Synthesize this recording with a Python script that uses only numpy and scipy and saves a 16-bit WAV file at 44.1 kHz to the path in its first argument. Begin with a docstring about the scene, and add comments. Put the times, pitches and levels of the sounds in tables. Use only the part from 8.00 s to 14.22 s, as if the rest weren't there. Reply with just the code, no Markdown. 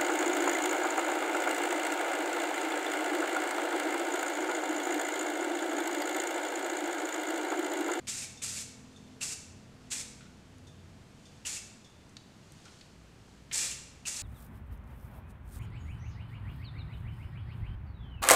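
"""A live, boarded workshop: seven short squirts from an aerosol paint can.
The valve spits as it opens, the jet surges and settles to an even hiss, and the room carries each
burst on; once the jet sweeps past close by. In between, the mixing ball taps the can and a gloved
hand shifts and clicks. Ventilation drones underneath: its motor tones recede, and later a low
electrical hum steps up and stays."""
import sys
import numpy as np
from scipy import signal
from scipy.fft import rfft, irfft
from scipy.io import wavfile

SR = 44100
rng = np.random.default_rng(int(sys.argv[2]) if len(sys.argv) > 2 else 0)


def unload_audio(sound):
    """Save the sound as a 16-bit wav file, at the path given as the first command line argument."""
    columns = np.transpose(np.atleast_2d(sound))
    # keep every value between -1 and 1, then stretch to whole-number steps
    steps = np.round(np.clip(columns, -1, 1) * 32767)
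    wavfile.write(sys.argv[1], SR, steps.astype(np.int16))


N = 274302
TIME = np.arange(N) / SR


def turbulent_jet(swell_db=9.0, sputter_db=1.14, flutter_db=0.84):
    """Turbulent gas and paint hiss, coloured by narrow fixed-pitch resonances."""
    # colour of the turbulence: frequency_hz, density_db
    turbulence = [(200, -16.5), (500, -13), (1000, -15), (1600, -8.5), (2300, -5), (3100, -8), (4000, -3),
                  (5500, 0.5), (7200, 5.5), (8300, 2.5), (9500, -3.5), (12000, -14), (14000, -21),
                  (15500, -33)]
    # narrow resonances, relative to the turbulence: pitch_hz, width_hz, level_db
    resonances = [(870, 50, -31.5), (1340, 140, -30), (1810, 160, -27), (2239, 38, -21.5),
                  (2416, 31, -22.5), (2620, 33, -20), (2770, 60, -21), (3447, 180, -21.5), (4285, 75, -22),
                  (5200, 130, -18), (5900, 200, -35), (6880, 110, -20), (7170, 120, -15.5),
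                  (7650, 190, -13.5), (8360, 160, -27)]
    jet = noise(turbulence)
    for hz, width_hz, level_db in resonances:
        tone = resonate(rng.standard_normal(N), hz, width_hz)
        swell = from_db(swell_db * np.tanh(drift(28)))   # each one swells and fades on its own
        jet += from_db(level_db) * rms_one(tone * swell)
    droplets = from_db(sputter_db * drift(710) + flutter_db * drift(30))   # they break the stream
    return rms_one(jet) * droplets


def spray(hiss_db=-40.5, surge_s=0.039, shut_s=0.013, pass_s=5.606, pass_half_s=0.057, pass_db=7.5):
    """Gas gathered in the stem leaves with a surge; then the can's pressure holds a steady hiss."""
    # presses of the nozzle: open_s, close_s, surge_db, rise_s, tilt_db_per_octave
    presses = [(0.069, 0.246, 5.5, 0.017, -0.44), (0.417, 0.621, 6, 0.011, 0.15),
               (1.205, 1.334, 8, 0.025, -0.2), (1.901, 2.013, 11, 0.045, -0.35),
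               (3.448, 3.574, 5.5, 0.018, -0.5), (5.522, 5.723, 3, 0.011, -0.35),
               (6.051, 6.26, 8.5, 0.03, 0)]
    spectrum = rfft(turbulent_jet())
    octaves = np.log2(np.maximum(np.fft.rfftfreq(N, 1 / SR), 500) / 6000)   # tilt pivots at 6 kHz
    out = np.zeros(N)
    for open_s, close_s, surge_db, rise_s, tilt_db in presses:
        age = np.maximum(TIME - open_s, 0)
        opening = np.minimum(age / rise_s, 1)
        closing = np.exp(-np.clip((TIME - close_s) / shut_s, 0, 20))
        level_db = hiss_db + surge_db / (1 + (age / surge_s) ** 7.2)
        hiss = irfft(spectrum * from_db(tilt_db * octaves), N)
        out += opening * closing * from_db(level_db) * hiss
    facing = 1 / (1 + np.abs((TIME - pass_s) / pass_half_s) ** 5.8)   # the jet sweeps past close by
    return out * from_db(pass_db * facing)


def valve_spits(splash_db=-10.5):
    """Paint rings the nozzle cavity, with a broad splash around it."""
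    # wet spits as the valve cracks open or snaps shut: start_s, level_db, pitch_hz, width_octaves
    spits = [(0.071, -43, 2870, 1), (0.418, -49, 2900, 0.69), (1.210, -38.5, 2690, 0.16),
             (1.916, -39.5, 2980, 0.79), (3.451, -39, 2850, 0.2), (5.513, -39, 2460, 0.9),
             (5.718, -42.5, 2840, 0.17), (6.054, -40, 2690, 0.15)]
    out = np.zeros(N)
    for start_s, level_db, hz, octaves in spits:
        cavity = puff(start_s, hz, octaves, t60_s=0.11)
        splash = from_db(splash_db) * puff(start_s, hz, octaves=2.06, t60_s=0.2)
        out += from_db(level_db) * (cavity + splash)
    return out


def mixing_ball(ring_db=-12.0, tick_db=-13.5, blur_hz=95):
    """The ball lands with a tiny rattle and paint sloshes on the wall, so every mode rings roughly."""
    # ball against the can wall: start_s, level_db
    taps = [(0.372, -44.5), (0.92, -56), (0.962, -49), (2.669, -47), (3.254, -46.5), (3.355, -64),
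            (3.845, -47), (3.897, -58)]
    # modes of the can: pitch_hz, level_db, t60_s
    modes = [(3400, -6, 0.2), (3577, -1, 0.22), (5480, -10.5, 0.16), (6020, -7, .1), (6500, -7, 0.16),
             (7060, -13, 0.094), (8720, -10.5, 0.17)]
    can_body = [(hz, db, blur_hz / (hz * np.log(2)), t60_s) for hz, db, t60_s in modes]
    out = np.zeros(N)
    for start_s, level_db in taps:
        ring = from_db(ring_db) * strike(start_s, can_body)
        tick = from_db(tick_db) * puff(start_s, hz=5300, octaves=1.0, t60_s=0.12)
        out += from_db(level_db) * (ring + tick)
    return out


def handling(snap_s=4.168, snap_db=-40.5, click_octaves=1.1, rolloff_hz=10500):
    """Dry clicks, hollow knocks and one sharp snap, with the top treble rolled off."""
    # fingers on the can: start_s, level_db, pitch_hz, t60_s
    finger_clicks = [(2.583, -58, 8000, 0.02), (4.093, -60.5, 7140, 0.05), (4.521, -46, 9440, 0.009),
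                     (4.654, -51, 5070, 0.05), (4.68, -51.5, 2200, 0.032), (4.811, -49, 3400, 0.041)]
    # hollow knocks: start_s, level_db
    knock_hits = [(2.208, -57), (2.254, -64), (4.658, -59)]
    # ring of a knock: pitch_hz, level_db, width_octaves, t60_s
    knock_body = [(1410, 1.5, 0.17, 0.19), (2880, -0.5, 1, 0.17)]
    # ring of the snap: pitch_hz, level_db, width_octaves, t60_s
    snap_body = [(2580, -2, 1.9, 0.023), (4200, -1.5, 0.16, 0.025), (6800, -3.5, 0.22, 0.021)]
    clicks = sum(from_db(db) * puff(s, hz, click_octaves, t60_s) for s, db, hz, t60_s in finger_clicks)
    knocks = sum(from_db(db) * strike(s, knock_body) for s, db in knock_hits)
    snap = from_db(snap_db) * strike(snap_s, snap_body)
    return butterworth(clicks + knocks + snap, 4, rolloff_hz, "low")


def glove_rub(grip_db=-70, grain_db=0.5):
    """Glove and sleeve rub with each arm movement; the grip rustles faintly in between."""
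    # colour of the rubbing: frequency_hz, density_db
    colour = [(600, 0.5), (1100, -3.5), (1400, -1.5), (1900, -5.5), (3000, 2), (3600, -1.5), (4350, 2),
              (5400, -0.5), (6500, 0.5), (7200, -0.5), (7950, -2), (8600, -5.5), (15000, -30)]
    # arm movements: middle_s, half_duration_s, peak_db
    strokes = [(1.048, 0.15, -68), (1.873, 0.064, -68), (3.32, 0.17, -67), (4.52, 0.11, -66.5),
               (4.726, 0.12, -61.5), (5.328, 0.07, -70)]
    stroke_power = sum(from_db(db) ** 2 * np.exp(-((TIME - s) / half_s) ** 2)
                       for s, half_s, db in strokes)
    rustle = rms_one(noise(colour) * from_db(grain_db * drift(60)))
    return np.sqrt(from_db(grip_db) ** 2 + stroke_power) * rustle


def workshop_reverb(x, gap_s=0.004, build_s=0.0059):
    """Dense reflections from boards and benches build up and die away, the treble first."""
    # decay of the room: frequency_hz, t60_s
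    decays = [(300, 1), (2000, 0.85), (5500, 0.72), (8000, 0.58), (11000, 0.55), (15000, 0.31)]
    age = TIME[:SR]
    hz = np.fft.rfftfreq(SR, 1 / SR)
    white = rfft(rng.standard_normal(SR))
    tail = np.zeros(SR)
    for centre_hz, t60_s in decays:
        band = at_hz([(f, float(f == centre_hz)) for f, _ in decays], hz)
        tail += irfft(white * band, SR) * from_db(-60 * age / t60_s)
    tail *= np.clip((age - gap_s) / build_s, 0, 1)
    return signal.fftconvolve(x, tail / np.sqrt(np.sum(tail ** 2)))[:N]


def ventilation(rumble_db=-56, air_db=-64, split_hz=600, fade_s=2.38, db_per_s=6.5, depth_db=13.5):
    """Air rushes steadily through the duct; the fan motor recedes and the rumble eases a touch."""
    # colour of the draught: frequency_hz, density_db
    colour = [(12, -9), (24, -10), (36, -10), (50, -5.5), (85, 1), (130, 1), (200, -1.5), (330, -7.5),
              (500, -12), (1000, -15), (2500, -19), (7000, -29.5), (10000, -33.5), (15000, -43.5)]
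    # fan motor tones before the fade: pitch_hz, level_db
    motor_tones = [(90.9, -64), (128.4, -67), (210.9, -65.5), (254.5, -66.5), (443.3, -76), (484.7, -75.5),
                   (652, -80.5)]
    fade_db = -np.clip((TIME - fade_s) * db_per_s, 0, depth_db)
    draught = noise(colour)
    rumble = from_db(rumble_db + 0.074 * fade_db) * rms_one(butterworth(draught, 1, split_hz, "low"))
    air = from_db(air_db) * rms_one(butterworth(draught, 1, split_hz, "high"))
    motor = sum(hum(hz, db + fade_db) for hz, db in motor_tones)
    return rumble + air + motor


def mains_hum(pitch_hz=59.2, start_db=-73.5, step_s=4.92, step_db=12, rise_s=0.06):
    """A low electrical hum that steps up and stays."""
    step = np.clip((TIME - step_s) / rise_s, 0, 1)
    return hum(pitch_hz, start_db + step_db * step)


def hum(hz, level_db, wander_hz=0.98, waver_db=4.0):
    """A tone that wavers in pitch and level."""
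    phase = 2 * np.pi * np.cumsum(hz + wander_hz * drift(3.9)) / SR
    return np.sqrt(2) * from_db(level_db + waver_db * drift(1.6)) * np.sin(phase)


def strike(start_s, body):
    """One blow sets every band of a body ringing."""
    return sum(from_db(db) * puff(start_s, hz, octaves, t60_s) for hz, db, octaves, t60_s in body)


def puff(start_s, hz, octaves, t60_s):
    """A band of noise that starts at once and dies away."""
    edges_hz = np.clip([hz / 2 ** (octaves / 2), hz * 2 ** (octaves / 2)], 20, SR / 2 - 100)
    age = TIME[:SR // 2]
    band = butterworth(rng.standard_normal(SR), 2, edges_hz, "band")[-len(age):]
    burst = rms_one(band) * from_db(-60 * age / t60_s)
    return np.concatenate([np.zeros(round(start_s * SR)), burst, np.zeros(N)])[:N]


def resonate(x, hz, width_hz):
    """One resonance with gain 1 at its peak."""
    r = np.exp(-np.pi * width_hz / SR)
    feedback = [1, -2 * r * np.cos(2 * np.pi * hz / SR), r * r]
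    return signal.lfilter(np.array([1, 0, -1]) * (1 - r * r) / 2, feedback, x)


def butterworth(x, order, hz, kind):
    """A smooth low, high or band pass."""
    return signal.sosfilt(signal.butter(order, hz, kind, fs=SR, output="sos"), x)


def noise(colour):
    """Noise of a given colour, rms 1."""
    gain = from_db(at_hz(colour, np.fft.rfftfreq(N, 1 / SR)))
    return rms_one(irfft(rfft(rng.standard_normal(N)) * gain, N))


def drift(rate_hz):
    """Smooth random movement, mostly slower than rate_hz, rms 1."""
    rolloff = 1 + (np.fft.rfftfreq(N, 1 / SR) / rate_hz) ** 2
    return rms_one(irfft(rfft(rng.standard_normal(N)) / rolloff, N))


def at_hz(points, hz):
    """Read (frequency_hz, value) points on a log-frequency axis."""
    f, value = np.transpose(points)
    return np.interp(np.log(np.maximum(hz, 1)), np.log(f), value)


def from_db(db):
    """Decibels to gain."""
    return 10 ** (np.asarray(db) / 20)


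def rms_one(x):
    """Scale to unit rms."""
    return x / np.sqrt(np.mean(x ** 2) + 1e-20)


def scene(jet_send_db=-6.5, spit_send_db=-10.5, ball_send_db=-6.0, hand_send_db=-9.5):
    """Can and hand close by, the workshop around them."""
    jet, spit, ball = spray(), valve_spits(), mixing_ball()
    hand = handling() + glove_rub()
    room = workshop_reverb(from_db(jet_send_db) * jet + from_db(spit_send_db) * spit
                           + from_db(ball_send_db) * ball + from_db(hand_send_db) * hand)
    return (jet + spit + ball + hand + room + ventilation() + mains_hum())[None]


def record(dry, cutoff_hz=15500):
    """A steep low-pass takes off the very top."""
    return signal.sosfilt(signal.ellip(10, .1, 80, cutoff_hz, fs=SR, output="sos"), dry)


dry = scene()
out = record(dry)
unload_audio(out)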